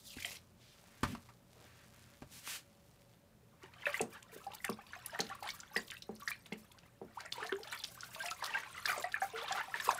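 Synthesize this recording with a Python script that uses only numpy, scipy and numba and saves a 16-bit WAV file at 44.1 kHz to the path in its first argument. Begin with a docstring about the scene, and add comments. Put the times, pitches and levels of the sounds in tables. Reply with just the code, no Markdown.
"""Powder hisses into a plastic bucket of water on a tiled floor as a dense swarm of tiny rings;
a faint rustling hiss of grains swells and fades after the pour.
Shoes step and scuff nearby as floor modes and bands of noise; trouser cloth swishes as softer noise.
Then a wooden stick stirs: bubbles are damped sines gliding up, droplets tick as clusters of short rings,
and the stick knocks ringing modes out of the wall. A small hard room answers with a short diffuse tail.
The microphone also picks up a faint appliance hum, dull air noise and its own hiss."""
import sys
import numpy as np
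from scipy import signal
from scipy.io import wavfile
from scipy.ndimage import uniform_filter1d
from numba import njit

SR = 44100
rng = np.random.default_rng(int(sys.argv[2]) if len(sys.argv) > 2 else 0)


def master(y):
    """Save y as 16-bit WAV."""
    cut = np.clip(np.atleast_2d(y).T, -1, 1)
    pcm = np.round(cut * 32767)  # scale
    wavfile.write(sys.argv[1], SR, pcm.astype(np.int16))


N = 440559

BUBBLE_RISE_OCTAVES = 0.265  # glide over a bubble's whole ring as it nears the surface
# the clearest bubbles in the bucket: (time [s], level [dB], starting pitch [Hz], t60 [s])
BUBBLES = [(0.252, -40.5, 676, 0.054), (4.815, -54, 2480, 0.049), (5.095, -42.5, 1600, 0.06),
           (5.633, -42, 1440, 0.027), (4.326, -51.5, 442, 0.17), (4.362, -33.5, 420, 0.026),
           (5.129, -46, 620, 0.12), (5.775, -36.5, 4730, 0.037), (6.202, -49, 1350, 0.039),
           (7.34, -56, 1040, 0.044), (7.379, -38, 495, 0.046), (7.493, -32.5, 1750, 0.041),
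           (3.632, -45.5, 355, 0.068), (7.585, -42, 793, .05), (6.643, -56.5, 1210, 0.055),
           (3.432, -51, 395, .06), (7.6, -39, 425, 0.064), (8.285, -34.5, 2520, 0.025),
           (8.633, -32, 1490, 0.017), (7.251, -42, 1370, 0.057), (7.67, -43, 837, 0.077),
           (8.16, -46.5, 638, 0.34), (9.336, -43, 445, 0.35), (9.361, -38.5, 2030, 0.052),
           (3.856, -29, 2525, 0.036), (3.867, -18.5, 1690, 0.013), (3.868, -30, 558, 0.1),
           (3.943, -26.5, 1970, 0.037), (3.995, -28.5, 2490, 0.018), (4.466, -32.5, 781, 0.1),
           (4.534, -40.5, 840, 0.076), (4.644, -22, 2020, 0.012), (4.651, -43.5, 783, 0.095),
           (4.692, -25.5, 1090, 0.021), (4.788, -47, 795, 0.087), (4.933, -33, 1675, 0.032),
           (4.963, -40.5, 707, 0.08), (4.603, -47, 1970, .04), (5.3, -43, 763, 0.11),
           (5.425, -31, 790, 0.021), (5.477, -35.5, 1760, 0.027), (5.489, -34, 2170, 0.044),
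           (5.762, -20.5, 1870, 0.031), (5.918, -28.5, 2230, 0.0047), (6.22, -40, 1110, 0.062),
           (6.276, -22, 1760, 0.012), (6.316, -32, 2310, 0.042), (6.523, -37, 2060, 0.042),
           (7.261, -36.5, 1875, 0.057), (7.421, -36.5, 420, 0.13), (7.428, -28, 1700, 0.041),
           (7.52, -24, 1490, 0.025), (7.522, -29.5, 381, 0.15), (7.724, -30.5, 1440, 0.047),
           (7.726, -32, 1770, 0.036), (8.032, -35.5, 1410, 0.04), (8.203, -34, 1564, 0.12),
           (8.255, -28, 1950, 0.014), (8.242, -39, 688, 0.27), (8.313, -31, 1283, 0.056),
           (8.425, -22.5, 976, 0.019), (8.439, -33, 1150, 0.026), (8.547, -28, 1570, 0.11),
           (8.569, -31.5, 1860, 0.072), (8.855, -25.5, 1660, 0.026), (8.875, -31, 1184, 0.052),
           (8.917, -21, 1345, 0.014), (8.978, -23.5, 600, 0.023), (9.041, -30.5, 1900, 0.037),
           (9.041, -30.5, 705, 0.1), (9.142, -21.5, 1700, 0.03), (9.218, -25.5, 1600, 0.018),
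           (9.22, -28, 754, 0.097), (9.549, -33, 1310, 0.037), (9.611, -34, 1715, 0.057),
           (9.741, -25, 1750, 0.03), (9.8, -31, 1715, 0.036), (9.877, -26.5, 470, 0.034),
           (9.89, -13, 990, 0.022), (9.906, -33, 1650, 0.046)]


def bubbles():
    """Trapped air rings and glides up; neighbours burst soon after and froth trails behind."""
    s, db, hz, t60 = np.array(BUBBLES, float).T.copy()
    ringing = rings(s, undb(db), hz, t60, BUBBLE_RISE_OCTAVES / t60, 1.82)
    # the level of the bubbles flickers randomly, all together
    flickering = flicker(120, 3.5) * ringing
    neighbours = undb(-13.0) * clicks(np.array(BUBBLES)[:, :3], 10, .04, 1.23, 0.015)
    froth = swarm(count=12000, mid_hz=2490, octaves=1.19, cycles=21.0, scatter_db=12.5, rise=0.68)
    return flickering + neighbours + undb(-19.5) * aftermath(BUBBLES, 0.021) * froth


# air pockets pinched shut: (time [s], level [dB], starting pitch [Hz], rise [octaves], t60 [s])
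CHIRPS = [(4.785, -46, 1015, 3.2, 0.09), (7.171, -21, 768, 1.64, 0.036), (7.431, -39, 950, 2.8, 0.068),
          (9.42, -37, 484, 4.2, 0.2)]


def chirps():
    """A closing air pocket whistles steeply upward, its level flickering."""
    s, db, hz, octaves, t60 = np.array(CHIRPS, float).T.copy()
    return flicker(150, 5) * rings(s, undb(db), hz, t60, octaves / t60, 6.)


# the loudest droplets: (time [s], level of each ring [dB], centre pitch [Hz])
TICKS = [(4.225, -48, 3020), (6.716, -50, 3140), (6.785, -53.5, 4200), (4.44, -50.5, 3040),
         (4.535, -44, 3240), (4.866, -48, 3470), (5.267, -43.5, 3950), (5.29, -48.5, 3030),
         (5.348, -48.5, 1800), (5.428, -41.5, 3500), (5.504, -34.5, 4500), (6.151, -55, 10100),
         (6.199, -51, 12000), (7.334, -59, 5000), (7.465, -39.5, 3620), (7.885, -47, 3750),
         (8.259, -38, 5150), (8.457, -37, 3800), (8.582, -43, 3400), (8.04, -45, 4630), (3.627, -47, 1990),
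         (3.737, -48, 3000), (5.879, -46, 3600), (6.16, -52, 5250), (6.211, -48, 3930), (7.672, -41, 3140),
         (3.929, -36.5, 2760), (4.0132, -29.5, 7900), (4.5163, -44, 3160), (4.6457, -31.5, 2750),
         (4.6972, -40.5, 11300), (5.0596, -34.5, 10900), (5.19, -26.5, 1810), (5.204, -24.5, 4860),
         (5.4743, -39.5, 3400), (5.4898, -37, 3670), (5.6014, -40.5, 5660), (5.7647, -32.5, 4500),
         (5.9022, -35, 2900), (5.968, -42, 3300), (6.0216, -38, 4320), (6.2783, -33.5, 4600),
         (6.4588, -44, 3030), (6.5242, -37.5, 3500), (7.202, -41, 1830), (7.255, -45, 6600),
         (7.3221, -28.5, 3500), (7.6313, -39, 3970), (7.7248, -43, 8600), (7.838, -29, 4180),
         (8.0074, -40.5, 6350), (8.1482, -38, 3400), (8.3088, -36, 5900), (8.44, -32, 3950),
         (8.8578, -26, 4900), (8.9788, -40, 7300), (9.023, -36, 3500), (9.1194, -40, 3840),
         (9.4793, -38, 3350), (9.5222, -35.5, 6040), (9.8, -35.5, 3540), (9.9106, -33.5, 5070),
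         (9.9457, -36.5, 8300)]


def droplets():
    """Each droplet is a tight cluster of short rings, trailing a spatter of fine grains."""
    ticks = clicks(TICKS, 8, 0.006, 0.85, 0.0055)
    spatter = swarm(count=20000, mid_hz=7040, octaves=1.91, cycles=6.3, scatter_db=6.5, rise=0.)
    return ticks + undb(-8.0) * aftermath(TICKS, 0.041) * spatter


SLOSH_RISE_DB_S, SLOSH_FALL_DB_S = 363, 230
# each push of the stick throws up a slosh:
# (time [s], hold [s], relative gurgle level [dB], relative spray level [dB])
SLOSHES = [(3.64, 0.013, -62, -68), (3.78, 0.0093, -56, -80), (3.88, 0.1, -48.5, -51),
           (4.145, 0.004, -54, -60), (4.33, 0.13, -63.5, -65.5), (4.5, 0.06, -65, -66),
           (4.63, 0.078, -66, -59), (4.8, 0.097, -66, -74), (4.93, 0.074, -58, -62),
           (5.08, 0.17, -55.5, -61), (5.3, 0.022, -57.5, -79), (5.44, 0.11, -54, -53.5),
           (5.77, 0.0023, -51, -46), (5.92, 0.027, -80, -60), (6.23, 0.076, -69, -54),
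           (7.18, 0.024, -63, -69), (7.37, 0.096, -51, -57.5), (7.64, 0.024, -58.5, -78),
           (7.73, 0.0056, -48.5, -51), (7.85, 0.0037, -94, -52), (8.03, 0.076, -65, -59.5),
           (8.18, 0.15, -49, -50), (8.43, 0.039, -43, -54), (8.5, 0.14, -49.5, -64),
           (8.74, 0.2, -52.5, -55), (8.87, 0.13, -48.5, -48), (9.22, 0.0049, -52, -49.5),
           (9.32, 0.13, -50.5, -69), (9.52, 0.09, -46, -58.5), (9.76, 0.0046, -42.5, -51.5),
           (9.86, 0.051, -39, -40)]
# lapping of the swirling water between sloshes: (time [s], relative level [dB])
SWIRL = [(2.9, -107), (3.5, -82), (4.0, -76.5), (5.6, -71.5), (6.6, -67.5), (7.0, -78), (7.4, -62.5),
         (9.99, -61)]


def churn():
    """Stirred water gurgles with small bubbles and throws up fine spray."""
    gurgle, spray = np.add(swells(SLOSHES, SLOSH_RISE_DB_S, SLOSH_FALL_DB_S), curves(SWIRL))
    small = swarm(count=2400, mid_hz=1500, octaves=1.3, cycles=48, scatter_db=3.2, rise=0.3, swell=3.5)
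    slosh = level(band(noise(), 400, 3400), -6.5)
    tiny = swarm(count=2400, mid_hz=3500, octaves=0.8, cycles=45, scatter_db=3.0, rise=0.1, swell=4.5)
    fine = swarm(count=3000, mid_hz=7930, octaves=1.25, cycles=100, scatter_db=3.5, rise=0.11)
    mist = flicker(70, 9.3) * level(band(noise(), 3700, 20000, order=1), -6.5)
    low_water = flicker(25, 5.5) * (small + slosh)
    high_water = undb(-7.5) * flicker(23, 8.7) * tiny + undb(-8.5) * fine + mist
    return gurgle * low_water + spray * high_water


STREAM_DB = -15.5  # grains against the ring of the hollow
STREAM_SPAN_HZ = 13100  # how far the grains reach above 0.8 of the hollow's note
# powder stream: (time [s], relative level [dB])
POUR = [(0, -62), (0.1, -53), (0.2, -51), (0.27, -48), (0.36, -50.5), (0.4, -81)]
# the stream digs a hollow in the water whose note falls, then edges up: (time [s], lowest pitch [Hz])
HOLLOW = [(0.071, 4360), (.17, 2420), (0.37, 2600)]


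def powder_stream():
    """Dense grains hiss into the water and ring the hollow they dig."""
    pour, = curves(POUR)
    s, hz = np.transpose(HOLLOW)
    u = rng.random((400, 3)).T
    when = s[0] + (s[-1] - s[0]) * u[0]
    note = np.interp(when, s, hz) * 2 ** (0.51 * u[2])
    hollow = rings(when, undb(-27.0 + 6.5 * u[1]), note, 0.0038 + 0 * when, 0 * when, 1.1)
    v = rng.random((3000, 3)).T
    at = POUR[-1][0] * v[0]
    pitch = .8 * np.interp(at, s, hz) + STREAM_SPAN_HZ * v[1] ** 1.4
    # each grain rings for 20 cycles
    stream = level(rings(at, undb(9 * v[2]), pitch, 20 / pitch, 0 * at, 2.5), STREAM_DB)
    return pour * flicker(89.3, 4.1) * stream + pour * hollow


# lumps of powder striking the water: (time [s], level of each ring [dB], centre pitch [Hz])
LUMPS = [(0.1035, -53, 3700), (0.1845, -44, 1910), (0.2218, -42.5, 2270), (0.2463, -32, 2520),
         (0.254, -44, 6800), (0.368, -49.5, 4330)]


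def powder_lumps():
    """Each lump clicks as a tight cluster of short rings."""
    return clicks(LUMPS, 6, 0.004, 1.0, 0.019)


# faint rustling hiss under and after the pour, swelling and fading: (time [s], relative level [dB])
RUSTLE = [(0, -78), (.3, -56), (0.55, -86.5), (0.8, -66), (1.22, -67), (1.42, -78.5), (1.6, -69),
          (2.1, -70), (2.7, -74), (3.15, -75.5), (3.3, -99)]


def rustling_hiss():
    """Dense short grains make a faint rustling hiss, with a lower layer of grains beneath."""
    swelling, = curves(RUSTLE)
    fine = swarm(count=40000, mid_hz=8200, octaves=1.8, cycles=1.9, scatter_db=5.5, rise=0.)
    lower = swarm(count=20000, mid_hz=1580, octaves=1.9, cycles=3.2, scatter_db=5.5, rise=0.2)
    return swelling * (flicker(26, 1.7) * fine + undb(-5.5) * lower)


# stick against the bucket wall:
# (time [s], relative level [dB], extra boom when struck low under water [dB])
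KNOCKS = [(4.006, -21, 1), (4.693, -31, 11.5), (5.195, -25, 4), (5.763, -30, 7), (6.092, -33, 7),
          (6.521, -35.5, 15), (7.015, -33, 3)]
# ringing modes of the bucket wall: (pitch [Hz], relative level [dB], t60 [s])
WALL = [(214.7, -9, 0.22), (349, -2, 0.3), (398, 14.5, 0.053), (448, 3, 0.13), (589, 3, 0.021),
        (710, -10, 0.082), (783, 5.5, 0.034)]


def stick():
    """The wall rings without deep bass, wet wood excites no treble, and the water behind shudders."""
    s, db, boom_db = np.transpose(KNOCKS)
    out = undb(-16.5) * aftermath(KNOCKS, 0.23) * level(band(noise(), 132, 530), 0)
    for blow, extra_db in zip(strike(s, db, WALL), boom_db):
        out += band(blow, 400, 1150)
        out += undb(extra_db) * band(blow, 182, 232)
    return out


# shoes set down nearby:
# (time [s], relative thud level [dB], relative slap level [dB], slap t60 [s], slap pitch [Hz])
STEPS = [(.168, -35, -61, .03, 1100), (1.032, -20, -29, 0.089, 1190), (1.15, -38, -43.5, 0.05, 1100),
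         (1.288, -45.5, -56.5, 0.095, 1350), (2.221, -35.5, -43.5, 0.056, 665),
         (2.475, -46, -40, 0.014, 960)]
# ringing modes of the floor: (pitch [Hz], relative level [dB], t60 [s])
FLOOR = [(88.3, -5, 0.37), (132.5, -5.5, 0.2), (264, 6, 0.022), (760, -10.5, 0.019)]


def footsteps():
    """The floor thuds in damped modes and the sole slaps as a decaying band of noise."""
    s, thud_db, slap_db, t60, slap_hz = np.transpose(STEPS)
    age = np.arange(N) / SR - s[:, None]
    decay = 1000. ** (-np.maximum(age, 0) / t60[:, None])
    fades = undb(slap_db)[:, None] * (age >= 0) * decay
    grit = noise()
    slaps = sum(undb(16.0) * band(g * grit, f / 1.31, f * 1.13, order=1) for g, f in zip(fades, slap_hz))
    return band(sum(strike(s, thud_db, FLOOR)), 30, 1040, order=3) + slaps


SCUFF_RISE_DB_S, SCUFF_FALL_DB_S = 402, 415
# a sole rolled or dragged over the tiles:
# (time [s], hold [s], treble level [dB], relative middle level [dB], rumble level [dB])
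SCUFFS = [(1.08, 0.053, -58.5, -54.5, -44), (2.33, 0.063, -56, -87, -72), (2.475, 0.087, -46, -49, -75)]


def scuffs():
    """Gritty drag of the sole in three bands of noise; the treble flickers."""
    treble, middle, rumble = swells(SCUFFS, SCUFF_RISE_DB_S, SCUFF_FALL_DB_S)
    hiss = flicker(150, 1.2) * level(band(noise(), 1670, 10400, order=1), 0)
    scrape = level(band(noise(), 1430, 3260), -2.8)
    return treble * hiss + middle * scrape + rumble * level(band(noise(), 120, 246), 0)


# soft swishes of trouser cloth as the weight shifts:
# (time [s], hold [s], level [dB], centre pitch [Hz])
SWISHES = [(.62, 0.12, -66.5, 3650), (0.863, 0.27, -71, 1800), (1.564, 0.09, -66, 597),
           (1.655, 0.19, -67, 1900), (1.94, 0.2, -70.5, 1680)]


def cloth():
    """Each swish is a breathy band of rubbing noise that rises and fades."""
    out = np.zeros(N)
    for s, hold, db, hz in SWISHES:
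        rubbing = level(band(noise(), hz / 1.52, hz * 1.3, order=1), 0)
        out += swells([(s, hold, db)], 280, 300)[0] * rubbing
    return out


ROOM_DB, ROOM_T60_S, ROOM_DULL_HZ = -14.5, 0.17, 5150


def room(x):
    """Small hard room: a decaying diffuse tail, duller than the direct sound."""
    age = np.arange(SR // 2) / SR
    tail = rng.standard_normal(len(age)) * 1000. ** (-age / ROOM_T60_S) * (age > .004)
    tail = band(tail, 34, ROOM_DULL_HZ, order=1)
    return x + undb(ROOM_DB) * signal.fftconvolve(x, tail / np.sqrt(np.sum(tail ** 2)))[:N]


AIR_DB, AIR_HZ, HISS_DB = -70.5, 346, -77
# appliance hum, before the microphone's bass cut: (centre pitch [Hz], width [Hz], level [dB])
HUM = [(47.5, 48, -72.5), (86.9, 1.2, -76), (119.6, 4.6, -71.5), (169.8, 12, -74), (217.6, 8.4, -77),
       (567, 5.1, -78)]


def background():
    """Wavering hum lines made of narrow noise, dull air noise and microphone hiss."""
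    hum = sum(level(band(noise(), f - w / 2, f + w / 2, order=1), db) for f, w, db in HUM)
    return hum + level(band(noise(), 34, AIR_HZ, order=1), AIR_DB) + level(noise(), HISS_DB)


def undb(db):
    """Decibels to gain."""
    return 10 ** (np.asarray(db) / 20)


def level(x, db):
    """Scale a signal to an RMS level in dB."""
    return x * undb(db) / np.sqrt(np.mean(x ** 2))


def curves(table):
    """Columns of a dB table as gains at every sample, silent outside it."""
    s, *columns = np.transpose(table)
    t = np.arange(N) / SR
    return [undb(np.interp(t, s, c, left=-200, right=-200)) for c in columns]


def band(x, lo_hz, hi_hz, order=2):
    """Butterworth band-pass."""
    edges = [lo_hz, min(hi_hz, .45 * SR)]
    return signal.sosfilt(signal.butter(order, edges, "band", fs=SR, output="sos"), x)


def noise():
    """White noise over the whole scene."""
    return rng.standard_normal(N)


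@njit
def rings(s, size, hz, t60, rise, swell):
    """Damped sines that glide by rise octaves a second and swell in over some cycles."""
    out = np.zeros(N)
    for k in range(len(s)):
        start, phase, step = int(s[k] * SR), 0., 2 * np.pi * hz[k] / SR
        fall, glide, g = 1000 ** (-1 / (t60[k] * SR)), 2 ** (rise[k] / SR), size[k]
        for i in range(min(int(t60[k] * SR), N - start)):
            out[start + i] += g * min(1., phase / (2 * np.pi * swell)) * np.sin(phase)
            phase += step
            step = min(step * glide, 3.)  # stay below half the sample rate
            g *= fall
    return out


def swarm(count, mid_hz, octaves, cycles, scatter_db, rise, swell=0.36):
    """Many random grains, each ringing about some cycles; a few are far larger."""
    u = rng.random((count, 5)).T
    hz = np.minimum(mid_hz * 2 ** (octaves * (u[1] + u[2] - 1)), .4 * SR)
    t60 = cycles * (0.41 + u[4]) / hz
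    size = undb(scatter_db * np.minimum(-np.log(1 - u[3]), 4))
    return level(rings(u[0] * N / SR, size, hz, t60, rise * u[4] / t60, swell), 0)


def strike(times, blow_db, modes):
    """Each blow rings all modes, a little detuned and reweighted by where it lands."""
    hz, db, t60 = np.transpose(modes)
    spot = rng.standard_normal((len(times), 2, len(hz)))
    size = undb(np.add.outer(blow_db, db) + 3.9 * spot[:, 0]) / len(hz)
    return [rings(s + 0 * hz, g, hz * (1 + 0.019 * detune), t60, 0 * hz, 0.097)
            for s, g, detune in zip(times, size, spot[:, 1])]


def clicks(table, parts, spread_s, octaves, t60):
    """Each click is a cluster of short rings around its centre pitch."""
    s, db, hz = (np.repeat(c, parts) for c in np.transpose(table))
    u = rng.random((len(s), 2)).T
    hz = np.minimum(hz * 2 ** (octaves * (u[1] - .5)), .4 * SR)
    return rings(s + spread_s * u[0] ** 2, undb(db), hz, t60 + 0 * s, 0 * s, 1.2)


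def aftermath(table, t60):
    """Gain that climbs over 177 samples (4 ms) from each event and dies away."""
    jumps = np.zeros(N)
    np.add.at(jumps, (np.array(table)[:, 0] * SR).astype(int), undb(np.array(table)[:, 1]))
    jumps = uniform_filter1d(jumps, size=177, origin=88) * 177
    return signal.lfilter([1 / 177], [1, -1000 ** (-1 / (t60 * SR))], jumps)


def flicker(rate, spread_db):
    """Gain that ramps between random levels about rate times a second."""
    k = int(SR / rate)
    steps = np.repeat(rng.standard_normal(N // k + 1), k)
    return level(undb(spread_db * uniform_filter1d(steps, k)[:N]), 0)


def swells(table, rise_db_s, fall_db_s):
    """Each row climbs, holds and dies away; one gain for each dB column."""
    s, hold, *columns = np.transpose(table)
    coarse = np.arange(0, N, 64)
    age = coarse / SR - s[:, None]
    shape = undb(rise_db_s * np.minimum(age, 0) - fall_db_s * np.maximum(age - hold[:, None], 0))
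    return [np.interp(np.arange(N), coarse, undb(c) @ shape) for c in columns]


def scene():
    """Everything around the bucket sounds in the room; the background is added without its tail."""
    water = bubbles() + chirps() + droplets() + churn()
    powder = powder_stream() + powder_lumps()
    shoes = footsteps() + scuffs()
    return (room(water + powder + rustling_hiss() + stick() + shoes + cloth()) + background())[None]


def record(dry):
    """The microphone drops deep bass; the recorder cuts the top above 15.5 kHz."""
    dry = signal.sosfilt(signal.butter(2, 45, "high", fs=SR, output="sos"), dry)
    return signal.sosfilt(signal.ellip(8, .2, 60, 15500, fs=SR, output="sos"), dry)


dry = scene()
out = record(dry)
master(out)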